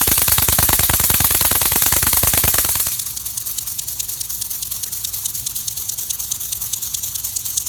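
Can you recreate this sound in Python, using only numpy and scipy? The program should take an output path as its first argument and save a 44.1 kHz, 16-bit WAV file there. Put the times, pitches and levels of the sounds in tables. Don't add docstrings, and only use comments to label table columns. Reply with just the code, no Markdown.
import sys
import numpy as np
from scipy import signal
from scipy.fft import rfft, irfft, next_fast_len
from scipy.io import wavfile
from scipy.ndimage import uniform_filter1d, map_coordinates

SR = 44100
rng = np.random.default_rng(int(sys.argv[2]) if len(sys.argv) > 2 else 0)


def boost(x):
    u = np.asarray(x, float) / 20
    return 10 ** u


def generate_wav(sig):
    pcm = np.round(np.clip(np.atleast_2d(sig).T, -1, 1) * 32767).astype(np.int16)
    wavfile.write(sys.argv[1], SR, pcm)


N = 338688


def unit(x):
    return x / np.sqrt(np.mean(x ** 2) + 1e-20)


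def wobble(rate):
    knots = rng.standard_normal(int(N * rate / SR) + 4)
    return map_coordinates(knots, [np.arange(N) * rate / SR])


def filtered(x, gain):
    m = next_fast_len(N + 8192)
    return irfft(rfft(x, m) * gain(np.fft.rfftfreq(m, 1 / SR) + 1), m)[:N]


def colour(points, hz):
    f, db = np.transpose(points)
    return boost(np.interp(np.log(hz), np.log(f), db))


def blend(a, b, share):
    return np.sqrt(1 - share) * a + np.sqrt(share) * b


def patchy(patchy_db):
    z = signal.stft(rng.standard_normal(N + 512), nperseg=256)[2]
    field = uniform_filter1d(rng.standard_normal(z.shape), size=2, axis=0)
    field = uniform_filter1d(field, size=10, axis=1)
    return signal.istft(z * boost(patchy_db * unit(field)), nperseg=256)[1][:N]


def turbulence(eddies, points, band=np.ones_like, patchy_db=2.5):
    return unit(filtered(eddies * patchy(patchy_db), lambda hz: colour(points, hz) * band(hz)))


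# t/s, turns done
REVOLUTIONS = [(-.0242, 0), (.487, 5), (2.5435, 25), (2.6499, 26), (2.7565, 27), (2.87, 28), (2.9977, 29),
               (3.175, 30), (3.3802, 31), (3.7945, 33), (4.214, 35), (4.839, 38), (5.472, 41), (6.321, 45),
               (6.948, 48), (7.79, 52)]
# turn time/s, share of the turn gone at the long stroke
LONG_STROKE_LAG = [(.103, .386), (.113, .402), (.177, .395), (.205, .44)]


def strokes():
    s, turns = np.transpose(REVOLUTIONS)
    short = np.interp(np.arange(turns[-1] + 1), turns, s)
    turn_s = np.diff(short)
    long = short[:-1] + turn_s * np.interp(turn_s, *np.transpose(LONG_STROKE_LAG))
    return np.c_[long, short[1:]].ravel(), short


# t/s, t/s
TURN_TIME = (0.121, 0.134)


def crank():
    long_stroke_turns = 0.4
    s, short = strokes()
    index = np.arange(len(s))
    turns = (index + 1) // 2 + long_stroke_turns * (index % 2 == 0)
    t = np.arange(N) / SR
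    full_s, throttled_s = TURN_TIME
    slow = np.clip((np.diff(short) - full_s) / (throttled_s - full_s), 0, 1)
    return np.interp(t, np.r_[short[0], s], np.r_[0, turns]), np.interp(t, short[1:], slow)


# crank angle/turns, rise/turns, fall/turns, level/dB
VALVE_SPITS = [
    [(.0, 0.033, 0.025, 0.04), (0.11, 0.034, 0.037, -10), (.395, 0.031, .04, -2), (0.468, 0.016, 0.051, -13), (0.587, 0.033, .03, -18)],
    [(1, 0.031, 0.023, -0.83), (0.406, 0.042, 0.052, -12.5)],
]
# crank angle/turns, rise/turns, fall/turns, level/dB
PORT_GUSHES = [
    [(1, 0.074, 0.09, 1.5), (0.14, 0.027, 0.075, 0.5), (0.4, 0.057, 0.26, 3), (0.62, .04, 0.11, -2)],
    [(.11, 0.025, 0.065, 0.5), (.19, 0.06, 0.036, -1), (.395, 0.042, 0.062, 4.5), (.52, 0.073, 0.11, .1), (.62, .06, 0.067, 1.5), (.8, 0.16, 0.19, -4.5), (.96, .05, .02, -0.3)],
]
# low level/dB, body level/dB, jet level/dB, whistle level/dB
SPIT_VOICE = [
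    (-16.5, -22, -17.5, -29),
    (-47, -24.5, -15.5, -23),
]
GUSH_VOICE = [
    (-44, -32.5, -23, -16),
    (-49, -40.5, -29.5, -26),
]
SEEP_VOICE = [
    (-61.5, -33.5, -26.5, -26.5),
    (-52.5, -45.5, -38, -43.5),
]


def opening(turns, bite_db, index, snap=1):
    def reach(at, rise, fall):
        away = (turns - at + .5) % 1 - .5
        return np.abs(away / np.where(away < 0, rise, fall))

    spit = sum(boost(2 * db) * np.exp(-2 * (snap * reach(*place)) ** 2)
               for *place, db in VALVE_SPITS[index])
    short_spit = VALVE_SPITS[index][0][:-1]
    spit = spit * boost(2 * bite_db * np.exp(-reach(*short_spit) ** 2 / 2))
    gush = sum(boost(2 * db) * np.exp(-2 * reach(*place)) for *place, db in PORT_GUSHES[index])
    voices = zip(SEEP_VOICE[index], SPIT_VOICE[index], GUSH_VOICE[index])
    return [10 * np.log10(boost(2 * seep_db) + boost(2 * spit_db) * spit + boost(2 * gush_db) * gush)
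            for seep_db, spit_db, gush_db in voices]


# long stroke level/dB, short stroke level/dB
BLAST_LEVELS = [(-16, -15.5), (-15, -19), (-17.5, -18), (-18, -13.5), (-18, -15), (-16.5, -14.5),
                (-14.5, -14), (-12.5, -16), (-16, -16.5), (-12.5, -18.5), (-17.5, -19), (-13.5, -18),
                (-16, -18.5), (-17, -17.5), (-14, -15.5), (-15.5, -19), (-16, -18.5), (-16.5, -19),
                (-16, -12.5), (-15, -16), (-14, -18), (-17.5, -14), (-16, -13), (-16.5, -14.5), (-15, -20),
                (-12.5, -18.5), (-17.5, -23.5), (-26, -21.5), (-38, -45.5)]
# f/Hz, level/dB
CRACK_SPECTRUM = [(120, -18), (200, 0), (480, -5.5), (940, -2), (1700, -6), (2500, -8), (3500, -10.5),
                  (5500, -23), (9000, -80)]


def cracks(eddies, low_db):
    t = np.arange(N) / SR
    s = strokes()[0][:np.size(BLAST_LEVELS) + 1]
    blast_db = np.interp(t, s, [*np.ravel(BLAST_LEVELS), -80])
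    level_db = low_db + blast_db + 17.5 + 1.7 * wobble(350)
    return boost(level_db) * turbulence(eddies, CRACK_SPECTRUM, patchy_db=0.6)


# f/Hz, level/dB
LEAK_SPECTRUM = [(200, -7), (400, -9), (700, 4), (1200, 23), (2000, -7), (2800, -28), (3600, -22),
                 (6000, -120)]
# f/Hz, level/dB
MURMUR_SPECTRUM = [(150, -28), (250, -12), (353, -8.5), (386, -2.5), (454, -12.5), (473, -10), (1090, -1.5),
                   (1610, -7), (2240, -6.5), (2800, -4), (3640, -29), (6160, -120)]


def leakage(eddies, slow, idle_low_db):
    leak = turbulence(eddies, LEAK_SPECTRUM)
    murmur = turbulence(eddies, MURMUR_SPECTRUM)
    level_db = (1 - slow) * -48 + slow * idle_low_db + 0.77 * wobble(30)
    return boost(level_db) * blend(leak, murmur, slow)


# f/Hz, level/dB
FULL_HISS = [(1600, -16), (2900, -15.5), (3500, -10.5), (4400, -8), (5100, -10.5), (6400, -4.5),
             (8300, -4.5), (9200, -3), (10300, -5), (11400, -2), (12900, -4), (14200, -4.5), (15700, -9.5),
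             (17100, -8.5)]
# f/Hz, level/dB
THROTTLED_HISS = [(2200, -26), (3000, -12), (3500, -7.5), (4400, -4), (5100, -7), (6400, 0), (8300, -5.5),
                  (9200, -1.5), (10300, -4), (11400, -3), (12900, -1), (14200, -2.5), (15700, -7),
                  (17100, -4)]
# f/Hz, level/dB
SIDE_HISS = [(2200, -33), (3000, -12.5), (3500, -9.5), (4400, -7.5), (5100, -12), (6400, 0), (8300, -8),
             (9200, -6.5), (10300, -7.5), (11400, -7.5), (12900, -4.5), (14200, -4), (15700, -12.5),
             (17100, -10.5)]
# start t/s, end t/s
MICROPHONE_MOVE = (4.44, 6.33)
# low edge f/Hz, high edge f/Hz
HISS_BANDS = [
    (1500, 5390),
    (5100, 10040),
    (10300, 19500),
]
# trim level/dB, share of the whistle lead
HISS_BALANCE = [
    (.5, 0.15),
    (0.23, -0.36),
    (.1, 0.64),
]


def hiss(eddies, slow, fast, idle, flow_db, lead_db):
    t = np.arange(N) / SR
    start_s, end_s = MICROPHONE_MOVE
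    moved = np.clip((t - start_s) / (end_s - start_s), 0, 1)
    out = np.zeros(N)
    for k, ((lo_hz, hi_hz), (trim_db, share)) in enumerate(zip(HISS_BANDS, HISS_BALANCE), start=1):
        def band(hz):
            return 1 / np.sqrt((1 + (lo_hz / hz) ** 24) * (1 + (hz / hi_hz) ** 24))

        full = turbulence(eddies, FULL_HISS, band)
        front = turbulence(eddies, THROTTLED_HISS, band)
        side = turbulence(eddies, SIDE_HISS, band)
        opening_db = (1 - slow) * fast[k] + slow * idle[k]
        level_db = opening_db + flow_db + trim_db + share * lead_db + 0.77 * wobble(30)
        out += boost(level_db) * blend(full, blend(front, side, moved), slow)
    return out


# t/s, flow level/dB, extra bite of the short spit level/dB, whistle over jet level/dB
AIR_SUPPLY = [(0, 0.5, 1, 1), (1.3, 0, .5, 1.2), (2.5, -0.1, -0.5, 1), (2.8, -2, 2.5, 1), (2.92, -2, 0, -2),
              (3.07, -2.2, 5, 1), (3.2, -0.6, -3.5, 2), (3.45, -0.5, .5, 2.5), (4, -0.5, 1.5, 1.7),
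              (4.4, -0.3, -1.5, 2), (4.9, 0.1, 1, 1.8), (5.8, 0.6, -1, 0.5), (6.7, 0.3, 0.7, 0.5),
              (7.2, 1, 0.5, -1), (7.68, 2, -0.3, -3)]


def ports():
    stroke_scatter_db = 0.24
    snap_share = 0.7
    t = np.arange(N) / SR
    turns, slow = crank()
    s = strokes()[0]
    falling = np.interp(t, [2.55, 2.87], [0, .15])
    supply_s, *supply = np.transpose(AIR_SUPPLY)
    flow_db, bite_db, lead_db = (np.interp(t, supply_s, column) for column in supply)
    flow_db = flow_db + np.interp(t, s, stroke_scatter_db * rng.standard_normal(len(s)))
    eddies = boost(1.0 * wobble(900) - 0.13 * wobble(70))
    snap = 1 + snap_share * np.sqrt(slow + falling)
    fast = opening(turns, bite_db, index=0, snap=snap)
    idle = opening(turns, bite_db, index=1)
    out = cracks(eddies, fast[0]) + leakage(eddies, slow, idle[0])
    return out + hiss(eddies, slow, fast, idle, flow_db, lead_db)


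# start/ms, pitch, fall, phase/rad, decay/ms
THUMP_RING = [
    (-2.4, .83, .526, -2.7, 8.5),
    (-1.4, .83, .542, -2.3, 5.9),
]
# t/s, level/dB
EXHAUST_AIM = [(0, 0.5), (.65, 2.5), (1.2, 1.5), (1.7, -2.5), (2.3, 1.5), (2.9, -3)]


def thumps():
    thump_db = (-28.5, -22)
    grows, scatter_db, usual_blast_db = 0.85, 1.5, -15
    out = np.zeros(N + SR)
    ms = np.arange(SR // 12) / SR * 1000
    chance = rng.standard_normal((np.size(BLAST_LEVELS), 4))
    events = zip(strokes()[0], np.ravel(BLAST_LEVELS), chance)
    for k, (s, blast_db, (late, bend, damp, luck)) in enumerate(events):
        start_ms, pitch, fall, phase, decay_ms = THUMP_RING[k % 2]
        db = thump_db[k % 2] + grows * (blast_db - usual_blast_db)
        db += np.interp(s, *np.transpose(EXHAUST_AIM)) + scatter_db * luck
        life = ms / (.92 * decay_ms * (1 + .12 * damp))
        swing = np.sin(np.pi * pitch * (1 + 0.04 * bend) * ms ** fall + phase)
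        first = round((s + (start_ms + .4 * late) / 1000) * SR)
        out[first:][:len(ms)] += boost(db + 5.5) * swing * life * np.exp(1 - life)
    return filtered(out[:N], lambda hz: 1 / np.sqrt(1 + (43 / hz) ** 8))


def hum(shaft_hz, orders):
    turn = 2 * np.pi * shaft_hz * np.arange(N) / SR
    out = np.zeros(N)
    for order, db in orders:
        level = np.sqrt(2) * boost(db + 1.1 * wobble(2.48))
        out += level * np.sin(order * turn + rng.uniform(0, 2 * np.pi))
    return out


# f/Hz, level/dB
RUMBLE_SPECTRUM = [(15, -50), (25, -30), (38, -20), (54, -6.5), (124, -2), (152, -9), (200, -13.5),
                   (320, -21.5), (420, -47), (700, -120)]
# order, level/dB
PUMP_ORDERS = [(3, -67), (5, -58), (6, -56.5), (7, -61), (9, -53), (10, -58), (11, -59), (13, -62),
               (14, -63), (15, -65), (16, -69), (18, -68), (20, -68), (21, -68)]
MOTOR_ORDERS = [(1, -52), (2, -59), (3, -73), (4, -77)]
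FAN_ORDERS = [(1, -68), (4, -67), (5, -73), (6, -69), (7, -75), (8, -68), (9, -72)]
MAINS_ORDERS = [(1, -57), (2, -67), (3, -71), (4, -72)]


def shop():
    noise = filtered(rng.standard_normal(N), lambda hz: colour(RUMBLE_SPECTRUM, hz))
    rumble = boost(-48) * unit(boost(.7 * wobble(6)) * noise)
    pump_hz, motor_hz, fan_hz, mains_hz = 10.195, 58.5, 47.76, 120
    machines = hum(pump_hz, PUMP_ORDERS) + hum(motor_hz, MOTOR_ORDERS)
    return rumble + machines + hum(fan_hz, FAN_ORDERS) + hum(mains_hz, MAINS_ORDERS)


def scene():
    return (ports() + thumps() + shop())[None]


def band_limit(x):
    return signal.sosfilt(signal.butter(12, 17950, fs=SR, output="sos"), x)


# f/Hz, level/dB
MICROPHONE_PORT = [(4600, 1), (4950, -2.5), (5600, -0.5), (10000, 0.5), (10400, -1.5), (10900, 2),
                   (12000, 0.5), (12400, -3.5), (13000, -0.5), (15400, .1), (15800, -4), (16300, -.5)]


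def record(dry):
    x = filtered(dry[0], lambda hz: colour(MICROPHONE_PORT, hz))
    x = x / (1 + np.abs(x / 1.05) ** 6) ** (1 / 6)
    top_hz = 17200
    mix = filtered(x, lambda hz: hz < top_hz)[None]
    return band_limit(mix)


dry = scene()
out = record(dry)
generate_wav(out)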